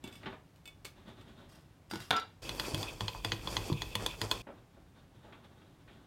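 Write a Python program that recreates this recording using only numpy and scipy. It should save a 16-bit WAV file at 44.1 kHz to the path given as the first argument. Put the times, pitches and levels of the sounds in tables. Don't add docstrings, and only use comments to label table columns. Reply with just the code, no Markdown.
import sys
import numpy as np
from scipy import signal
from scipy.fft import rfft, irfft
from scipy.io import wavfile
from scipy.ndimage import uniform_filter1d

SR = 44100
rng = np.random.default_rng(int(sys.argv[2]) if len(sys.argv) > 2 else 0)


def waveform_to_disk(signal):
    frames = np.transpose(np.atleast_2d(signal))
    scaled = np.clip(frames, -1, 1) * 32767
    samples = np.round(scaled).astype(np.int16)
    wavfile.write(sys.argv[1], SR, samples)


N = 267422
TIME = np.arange(N) / SR
AGE = TIME[:SR // 2]
ATTACK = int(.03 * SR)


def amp(db):
    return 10 ** (np.asarray(db) / 20)


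def noise(points, size=N):
    hz, db = np.transpose(points)
    f = np.maximum(np.arange(size // 2 + 1) * SR / size, 1)
    colour = amp(np.interp(np.log(f), np.log(hz), db)) * np.minimum(f / 20, 1) ** 2
    x = irfft(rfft(rng.standard_normal(size)) * colour, size)
    return x / x.std()


def walk(rate):
    step = int(SR / rate)
    return uniform_filter1d(np.repeat(rng.standard_normal(N // step + 1), step), step)[:N]


def fade(t60):
    return np.exp(-np.log(1000) * AGE / t60)


def lowpass(x, top_hz):
    return signal.sosfilt(signal.butter(2, top_hz, fs=SR, output="sos"), x)


def gesture(start, length, attack, t60):
    age = TIME - start
    return np.clip(age / attack, 0, 1) * np.exp(-np.log(1000) * np.maximum(age - length, 0) / t60)


def swell(s, width):
    distance = ((TIME - s) / width) ** 2
    return np.exp(-distance ** 2)


def ring(modes, tilt_db=0, scatter_db=2, detune=0, free=1, together=False):
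    hz, db, t60 = np.transpose(modes)
    chance = rng.standard_normal((len(hz), 2))
    sign = rng.choice([-1, 1], len(hz))
    gain = amp(db + tilt_db * np.log2(hz / hz[0]) + scatter_db * chance[:, 0])
    if not together:
        gain = gain * sign
    hz = hz * (1 + detune * chance[:, 1])
    return sum(g * np.sin(2 * np.pi * f * AGE) * fade(t * free) for f, g, t in zip(hz, gain, t60))


def peak(x, db):
    return x * amp(db) / np.abs(x).max()


def loud(x, db):
    return x * amp(db) / np.sqrt(np.mean(x[:ATTACK] ** 2))


def add(track, s, x):
    i = int(s * SR)
    track[i:i + len(x)] += x[:N - i]


def room(x, early_db, late_db, early_t60=0.078, low_t60=0.32, high_t60=0.17):
    early = rng.standard_normal(len(AGE)) * fade(early_t60) * (AGE > .002)
    low = lowpass(rng.standard_normal(len(AGE)), 3500) * fade(low_t60)
    high = 0.68 * rng.standard_normal(len(AGE)) * fade(high_t60)
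    late = (low + high) * np.clip(AGE / 0.014, 0, 1)
    echo = amp(early_db) * early / np.linalg.norm(early) + amp(late_db) * late / np.linalg.norm(late)
    return x + signal.fftconvolve(x, echo)[:N]


def sheet(x, t60):
    modes = rng.standard_normal(len(AGE)) * fade(t60)
    modes[0] += np.linalg.norm(modes)
    return signal.fftconvolve(x, modes / np.linalg.norm(modes))[:N]


# (frequency [Hz], relative level [dB per Hz])
TICK_COLOUR = [(500, 4), (2000, 0.5), (4500, 2), (7000, -4), (13000, -7.5), (16000, -14.5)]


def tick(db, t60):
    return loud(noise(TICK_COLOUR, size=len(AGE)) * fade(t60), db)


# (frequency [Hz], relative level [dB per Hz])
AIR_COLOUR = [(20, -8), (98, -2), (127, -2.5), (163, -4.5), (241, -16), (270, -9), (446, -18.5), (499, -19),
              (738, -19.5), (1190, -24.5), (16000, -44)]


def room_air():
    return noise(AIR_COLOUR) * amp(-60 + 0.22 * walk(1.5))


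# (time [s], level before trim [dB], fade time t60 [s], top frequency [Hz])
SCUFFS = [(.231, -50, 0.11, 3000), (0.258, -41, 0.096, 3430), (0.266, -41.5, 0.14, 1500),
          (.325, -47, 0.14, 1760), (3.996, -44.5, 0.074, 1800), (4.244, -45.5, 0.11, 1100),
          (4.468, -47.5, 0.16, 1340), (4.488, -45.5, 0.18, 750), (4.767, -58, 0.16, 870),
          (5.245, -55.5, 0.97, 876), (5.324, -53, 0.15, 3900), (5.616, -64, 0.078, 3000),
          (5.876, -57.5, 0.26, 3560)]
# (start [s], length [s], base level [dB])
ARM_MOVES = [(0, 0.33, -58), (0.941, 0.15, -57), (1.16, 0.24, -59.5), (1.387, 0.34, -71),
             (4.507, 0.35, -71), (4.938, 0.038, -64), (5.127, 1, -67.5)]
# (frequency [Hz], relative level [dB per Hz])
CLOTH_COLOUR = [(60, 0), (200, 5), (600, -6), (1500, -10.5), (2500, -18), (3600, -11.5), (5000, -28),
                (16000, -42)]
# (start [s], length [s], base level [dB])
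SLIDES = [(0.112, 0.041, -62.5), (1.486, 0.07, -66), (1.896, 0.14, -56)]


def handling():
    out = np.zeros(N)
    rub_colour = [(80, -25), (200, 3.0), (1500, -0.5), (3700, -1.5), (6000, -22)]
    for s, db, t60, top_hz in SCUFFS:
        rub = lowpass(noise(rub_colour, size=len(AGE)), top_hz)
        soft_start = 1 - np.exp(-AGE / 0.0011)
        add(out, s, loud(rub * fade(t60) * soft_start, db - 4.5))
    arm = sum(amp(db) * gesture(s, length, attack=0.031, t60=0.42) for s, length, db in ARM_MOVES)
    fingers = sum(amp(db) * gesture(s, length, attack=0.0056, t60=0.35) for s, length, db in SLIDES)
    out += noise(CLOTH_COLOUR) * arm * amp(4.5 * walk(30))
    out += sheet(noise(TICK_COLOUR) * fingers * amp(2.5 * walk(250)), t60=0.037)
    return room(out, early_db=-6, late_db=-11.0)


# (time [s], level [dB], strongest frequency [Hz])
THUMPS = [(.041, -46, 251), (.263, -47.5, 190), (1.923, -47, 213), (1.935, -41, 340), (1.958, -44.5, 191.4),
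          (2.001, -48, 121), (2.107, -46, 167), (2.717, -46.5, 273), (2.735, -36.5, 130),
          (3.449, -45.5, 148), (3.700, -35.5, 298), (3.718, -30, 142.6)]
# (frequency [Hz], relative level [dB], fade time t60 before any shortening [s])
BENCH_MODES = [(53.8, -7.5, 0.19), (105, -0.5, 0.25), (133.4, -10, 0.15), (168.6, -13, 0.21),
               (204, -5, 0.12), (275, -13, 0.04), (336.5, -1, 0.16), (450, -7.5, 0.099), (623, -2.5, 0.04)]
# (frequency [Hz], relative level [dB], fade time t60 [s])
HOLLOW_MODES = [(608, -20, 0.043), (901, 5.5, 0.019), (1010, 10, 0.031)]


def thumps():
    out = np.zeros(N)
    for s, db, hz in THUMPS:
        boom = ring(BENCH_MODES + [(hz, 6, .065)], detune=0.024, free=0.61)
        boom = boom + ring(HOLLOW_MODES, detune=0.094)
        add(out, s, loud(signal.lfilter(*signal.iirpeak(hz, 2.2, fs=SR), boom), db))
    return room(out, early_db=-24, late_db=-12)


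# (time [s], peak level before trim [dB], tick relative to it before trim [dB])
TAPS = [(.040, -35.5, -17.5), (.076, -42.5, -15.5), (.126, -43, -27), (.154, -43, -35), (.560, -69.5, 2.5),
        (.656, -40, -18.5), (.676, -37, -19.5), (0.848, -40, -11), (.852, -36.5, -8.5), (1.212, -52, -17),
        (2.778, -47.5, 1)]
# (frequency [Hz], relative level [dB], fade time t60 before shortening [s])
RIM_MODES = [(2245, -9.5, 0.17), (2603, -2, 0.083), (2950, -5, 0.058), (3473, -1, 0.12), (4800, -14, 0.068),
             (5740, -28, 0.063), (7380, -4.5, 0.022), (8350, -10, 0.1), (10470, -18, .08),
             (12300, -17, .07), (13760, -17, .09)]


def taps():
    out = np.zeros(N)
    for s, db, tick_db in TAPS:
        rim = peak(ring(RIM_MODES, scatter_db=1, detune=0.012, free=0.77), db - 2.5)
        add(out, s, rim + tick(db + tick_db - 6, t60=0.015))
        add(out, s, tick(db + tick_db - 9.5, t60=0.19))
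    return room(out, early_db=-7.0, late_db=-15.0)


# (start [s], length [s], base level [dB])
ROLLS = [(2.128, 0.017, -33), (2.15, 0.037, -32), (2.207, 0.024, -44.5)]
DRUM_HZ, DRUM_SAG_HZ_PER_S = 1348, 150


def wobble():
    rolling = sum(amp(db) * gesture(s, length, attack=0.01, t60=0.06) for s, length, db in ROLLS)
    hz = DRUM_HZ - DRUM_SAG_HZ_PER_S * (TIME - ROLLS[0][0])
    phase = 2 * np.pi * np.cumsum(hz * (1 + 0.0021 * walk(120))) / SR
    drum = np.sqrt(2) * np.sin(phase)
    chatter = sheet(noise(TICK_COLOUR) * np.maximum(np.sin(phase), 0) ** 2, t60=0.033)
    chatter = signal.sosfilt(signal.butter(2, [600, 3400], "bandpass", fs=SR, output="sos"), chatter)
    return rolling * amp(1.1 * walk(150)) * (drum + amp(-2) * chatter)


# (time [s], ring peak before trim [dB], clack before trim [dB],
# tick before trim [dB], hardness [dB per octave], share of the ring time that the fingers leave [0-1])
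LID_HITS = [(1.912, -35, -48.5, -53, 1, 1), (1.936, -40, -46.5, -57, 8, 0.5),
            (1.957, -30.5, -52.5, -57, 9, 0.2), (2.003, -37.5, -60, -56.5, 6, 0.9),
            (2.107, -16.5, -31.5, -40.5, -2, 0.3), (2.111, -27.5, -26.5, -64, -10.5, 1),
            (2.130, -28.5, -40.5, -67, -17.5, 0.55), (2.165, -25, -44, -52, 11, 0.72),
            (2.198, -32.5, -52, -58, 5, 0.64)]
# (frequency [Hz], relative level [dB], fade time t60 when free [s])
LID_MODES = [(442, -20, 0.15), (1061, -6, 0.059), (1342, -4.5, 0.19), (1453, -11, .13), (1583, -12.5, 0.15),
             (2040, -12.5, 0.13), (2290, -20, .08), (2783, -9, 0.09), (2880, -29, 0.17),
             (3775, -14.5, 0.17), (3980, -13.5, 0.17), (4650, -14, 0.12), (5020, -13.5, 0.075),
             (5720, -18.5, 0.095), (6900, -25.5, 0.072), (8330, -29, 0.043)]
# (frequency [Hz], relative level [dB], fade time t60 [s])
CLACK_MODES = [(270, -13, 0.046), (720, -2, 0.013), (1030, -2, 0.013), (1460, -8.5, 0.038),
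               (1730, -8, 0.011), (2250, -9.5, 0.018), (3470, -2.5, 0.0091)]
# (frequency [Hz], relative level [dB], fade time t60 [s])
EDGE_MODES = [(4700, 0, .05), (5076, -14, .09), (8420, -9, .04)]


def lid():
    out = np.zeros(N)
    for s, ring_db, clack_db, tick_db, hard_db, free in LID_HITS:
        ringing = ring(LID_MODES, tilt_db=hard_db, detune=0.0056, free=free)
        add(out, s, peak(ringing, ring_db - 4.0))
        add(out, s, loud(ring(CLACK_MODES, detune=0.017), clack_db - 3.0))
        add(out, s, tick(tick_db - 1.0, t60=0.02) + tick(tick_db - 8.0, t60=0.14))
    add(out, 1.912, peak(ring(EDGE_MODES), -35.5))
    return room(out, early_db=-19.0, late_db=-8.5) + wobble()


# (time [s], level before trim [dB], then relative to it and before trim:
# bench [dB], hollow [dB], tick [dB]; wall pitch before detuning [Hz],
# easing of the drag just before, negative where it grows [dB])
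KNOCKS = [(2.492, -28, -20.5, -23.5, -16.5, 3380, 0.5), (2.597, -23, -26, -21.5, -19.5, 3400, 0.5),
          (2.745, -25, -14.5, -22, -17.5, 3270, 0.5), (2.829, -27.5, -26, -17.5, -23, 3350, -1),
          (3.007, -28, -12.5, -13.5, -22, 3290, 9), (3.081, -24, -26.5, -20.5, -34, 3230, 0.5),
          (3.148, -48.5, -34, 3.5, -32, 3420, 0.5), (3.247, -23, -17.5, -21, -17.5, 3360, 9),
          (3.319, -20.5, -21.5, -24.5, -43, 3230, -3), (3.473, -27, -16, -14.5, -39, 3360, 1),
          (3.567, -20.5, -22, -18.5, -41, 3310, -2.5), (3.727, -34, -9, -19, -18, 3470, -4.5),
          (3.819, -26, -27.5, -20.5, -22.5, 3420, -1), (3.953, -22.5, -19, -18.5, -15.5, 3385, 1),
          (4.062, -21, -30, -22, -16.5, 3400, -3.5), (4.215, -23.5, -17.5, -19.5, -18.5, 3340, 6.5),
          (4.313, -18.5, -25.5, -19, -20, 3340, 9)]
# (frequency [Hz], relative level [dB], fade time t60 [s])
WALL_MODES = [(1650, -6.5, 0.0079), (1943, -5, 0.015), (2517, -14.5, 0.067), (3130, -8.5, 0.014),
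              (3386, -5, 0.017), (4144, -5, 0.013), (4276, -6, .018), (4690, -14, 0.049),
              (6470, -13, 0.015), (6820, -15.5, 0.015), (8560, -36, 0.013), (10760, -31, 0.02),
              (13200, -37, 0.016)]
# (frequency [Hz], relative level [dB per Hz])
SCRAPE_COLOUR = [(150, 3), (450, 5.5), (700, -1), (1000, 0.5), (1500, -12.5), (2150, -9.5), (3400, -1.5),
                 (3800, -5), (4700, -5.5), (5800, -11.5), (7000, -11), (9600, -15.5), (13400, -24),
                 (16000, -33)]


def knocks():
    metal, body = np.zeros(N), np.zeros(N)
    for s, db, bench_db, hollow_db, tick_db, hz, _ in KNOCKS:
        wall = ring(WALL_MODES + [(hz, 0, .016)], scatter_db=2.5, detune=0.016, together=True)
        wall = wall * (1 - np.exp(-AGE / 0.00028))
        add(metal, s + .0005, loud(wall, db - 15.0) + tick(db + tick_db - 3.0, t60=0.016))
        add(metal, s - .0013, loud(wall, db - 33.5))
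        rattle = noise(SCRAPE_COLOUR, size=len(AGE)) * fade(0.27)
        add(metal, s + .003, loud(rattle, db - 28.0))
        add(body, s + 0.001136, loud(ring(HOLLOW_MODES, detune=0.012), db + hollow_db - 3.0))
        add(body, s + 0.00199, loud(ring(BENCH_MODES, scatter_db=6, detune=0.025), db + bench_db))
    metal = room(metal, early_db=-9.0, late_db=-17.0)
    return metal + room(body, early_db=-8.5, late_db=-10, low_t60=0.25)


GRIT_PER_S, GRIT_SPREAD_DB = 630, 5


def grit():
    hits = rng.random(N) < GRIT_PER_S / SR
    size_db = GRIT_SPREAD_DB * np.minimum(rng.exponential(size=N), 4)
    clicks = hits * rng.choice([-1, 1], N) * amp(size_db)
    x = signal.fftconvolve(clicks, noise(TICK_COLOUR, size=len(AGE)) * fade(0.0048))[:N]
    return x / x.std() * amp(-65.5)


# (frequency [Hz], width [Hz], base level [dB])
SHEEN_MODES = [(1440, 620, -61.5), (4660, 160, -65.5), (5300, 1500, -65), (6840, 500, -71.5),
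               (10830, 340, -73), (13350, 700, -70.5)]


def sheen():
    out = np.zeros(N)
    for hz, width, db in SHEEN_MODES:
        mode = signal.lfilter(*signal.iirpeak(hz, hz / width, fs=SR), rng.standard_normal(N))
        out += mode / mode.std() * amp(db + 4 * walk(31))
    return out


# (time [s], extra buzz [dB])
CATCHES = [(2.46, 6), (2.65, 6), (2.89, 10.5), (3.16, 0.5), (3.77, 3), (4.12, 7.5), (4.40, 4)]
# (frequency [Hz], relative level [dB per Hz])
BUZZ_COLOUR = [(1500, -49), (2200, -11), (2400, -2), (2560, 4.5), (2850, -11), (3400, -1), (3900, -16),
               (6000, -29)]
# (frequency [Hz], relative level [dB per Hz])
CHURN_COLOUR = [(20, -9), (42, 7), (60, 4), (78, -12), (105, -1), (200, -13.5), (500, -27), (1500, -38.5)]
SCRAPE_DB, BUZZ_DB, CHURN_DB = -54, -56.5, -49.5
LIFT_LEAD_S, LIFT_WIDTH_S, CATCH_WIDTH_S = 0.032, 0.032, 0.019
SCRAPE_EASE, BUZZ_EASE = 0.84, 0.63


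def stirring():
    eased_db = sum(db * swell(s - LIFT_LEAD_S, LIFT_WIDTH_S) for s, *_, db in KNOCKS)
    caught_db = sum(db * swell(s, CATCH_WIDTH_S) for s, db in CATCHES)
    rough_db = 1.5 * walk(49) + 3 * walk(900)
    scrape = noise(SCRAPE_COLOUR) * amp(SCRAPE_DB - SCRAPE_EASE * eased_db + rough_db)
    scrape = sheet(scrape, t60=0.0062) + sheen() * amp(-SCRAPE_EASE * eased_db)
    buzz = noise(BUZZ_COLOUR) * amp(BUZZ_DB + caught_db - BUZZ_EASE * eased_db + 4.2 * walk(110))
    churn = noise(CHURN_COLOUR) * amp(CHURN_DB + 2.1 * walk(7.8))
    swish = amp(3.9 * walk(14))
    return swish * (scrape + grit() * amp(-eased_db)) + buzz + churn


STIR_START, STIR_END = 2.418, 4.421


def scene():
    stir_times = [STIR_START, STIR_START + 0.007, STIR_END - .003, STIR_END]
    stirred = np.interp(TIME, stir_times, [0, 1, 1, 0])
    background = room_air() + handling() + thumps()
    tin_and_lid = taps() + lid()
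    return (background + tin_and_lid + stirred * (knocks() + stirring()))[None]


def record(dry):
    thin = signal.sosfilt(signal.butter(2, 32, "highpass", fs=SR, output="sos"), dry)
    return signal.sosfilt(signal.ellip(10, .2, 70, 15900, fs=SR, output="sos"), thin)


dry = scene()
out = record(dry)
waveform_to_disk(out)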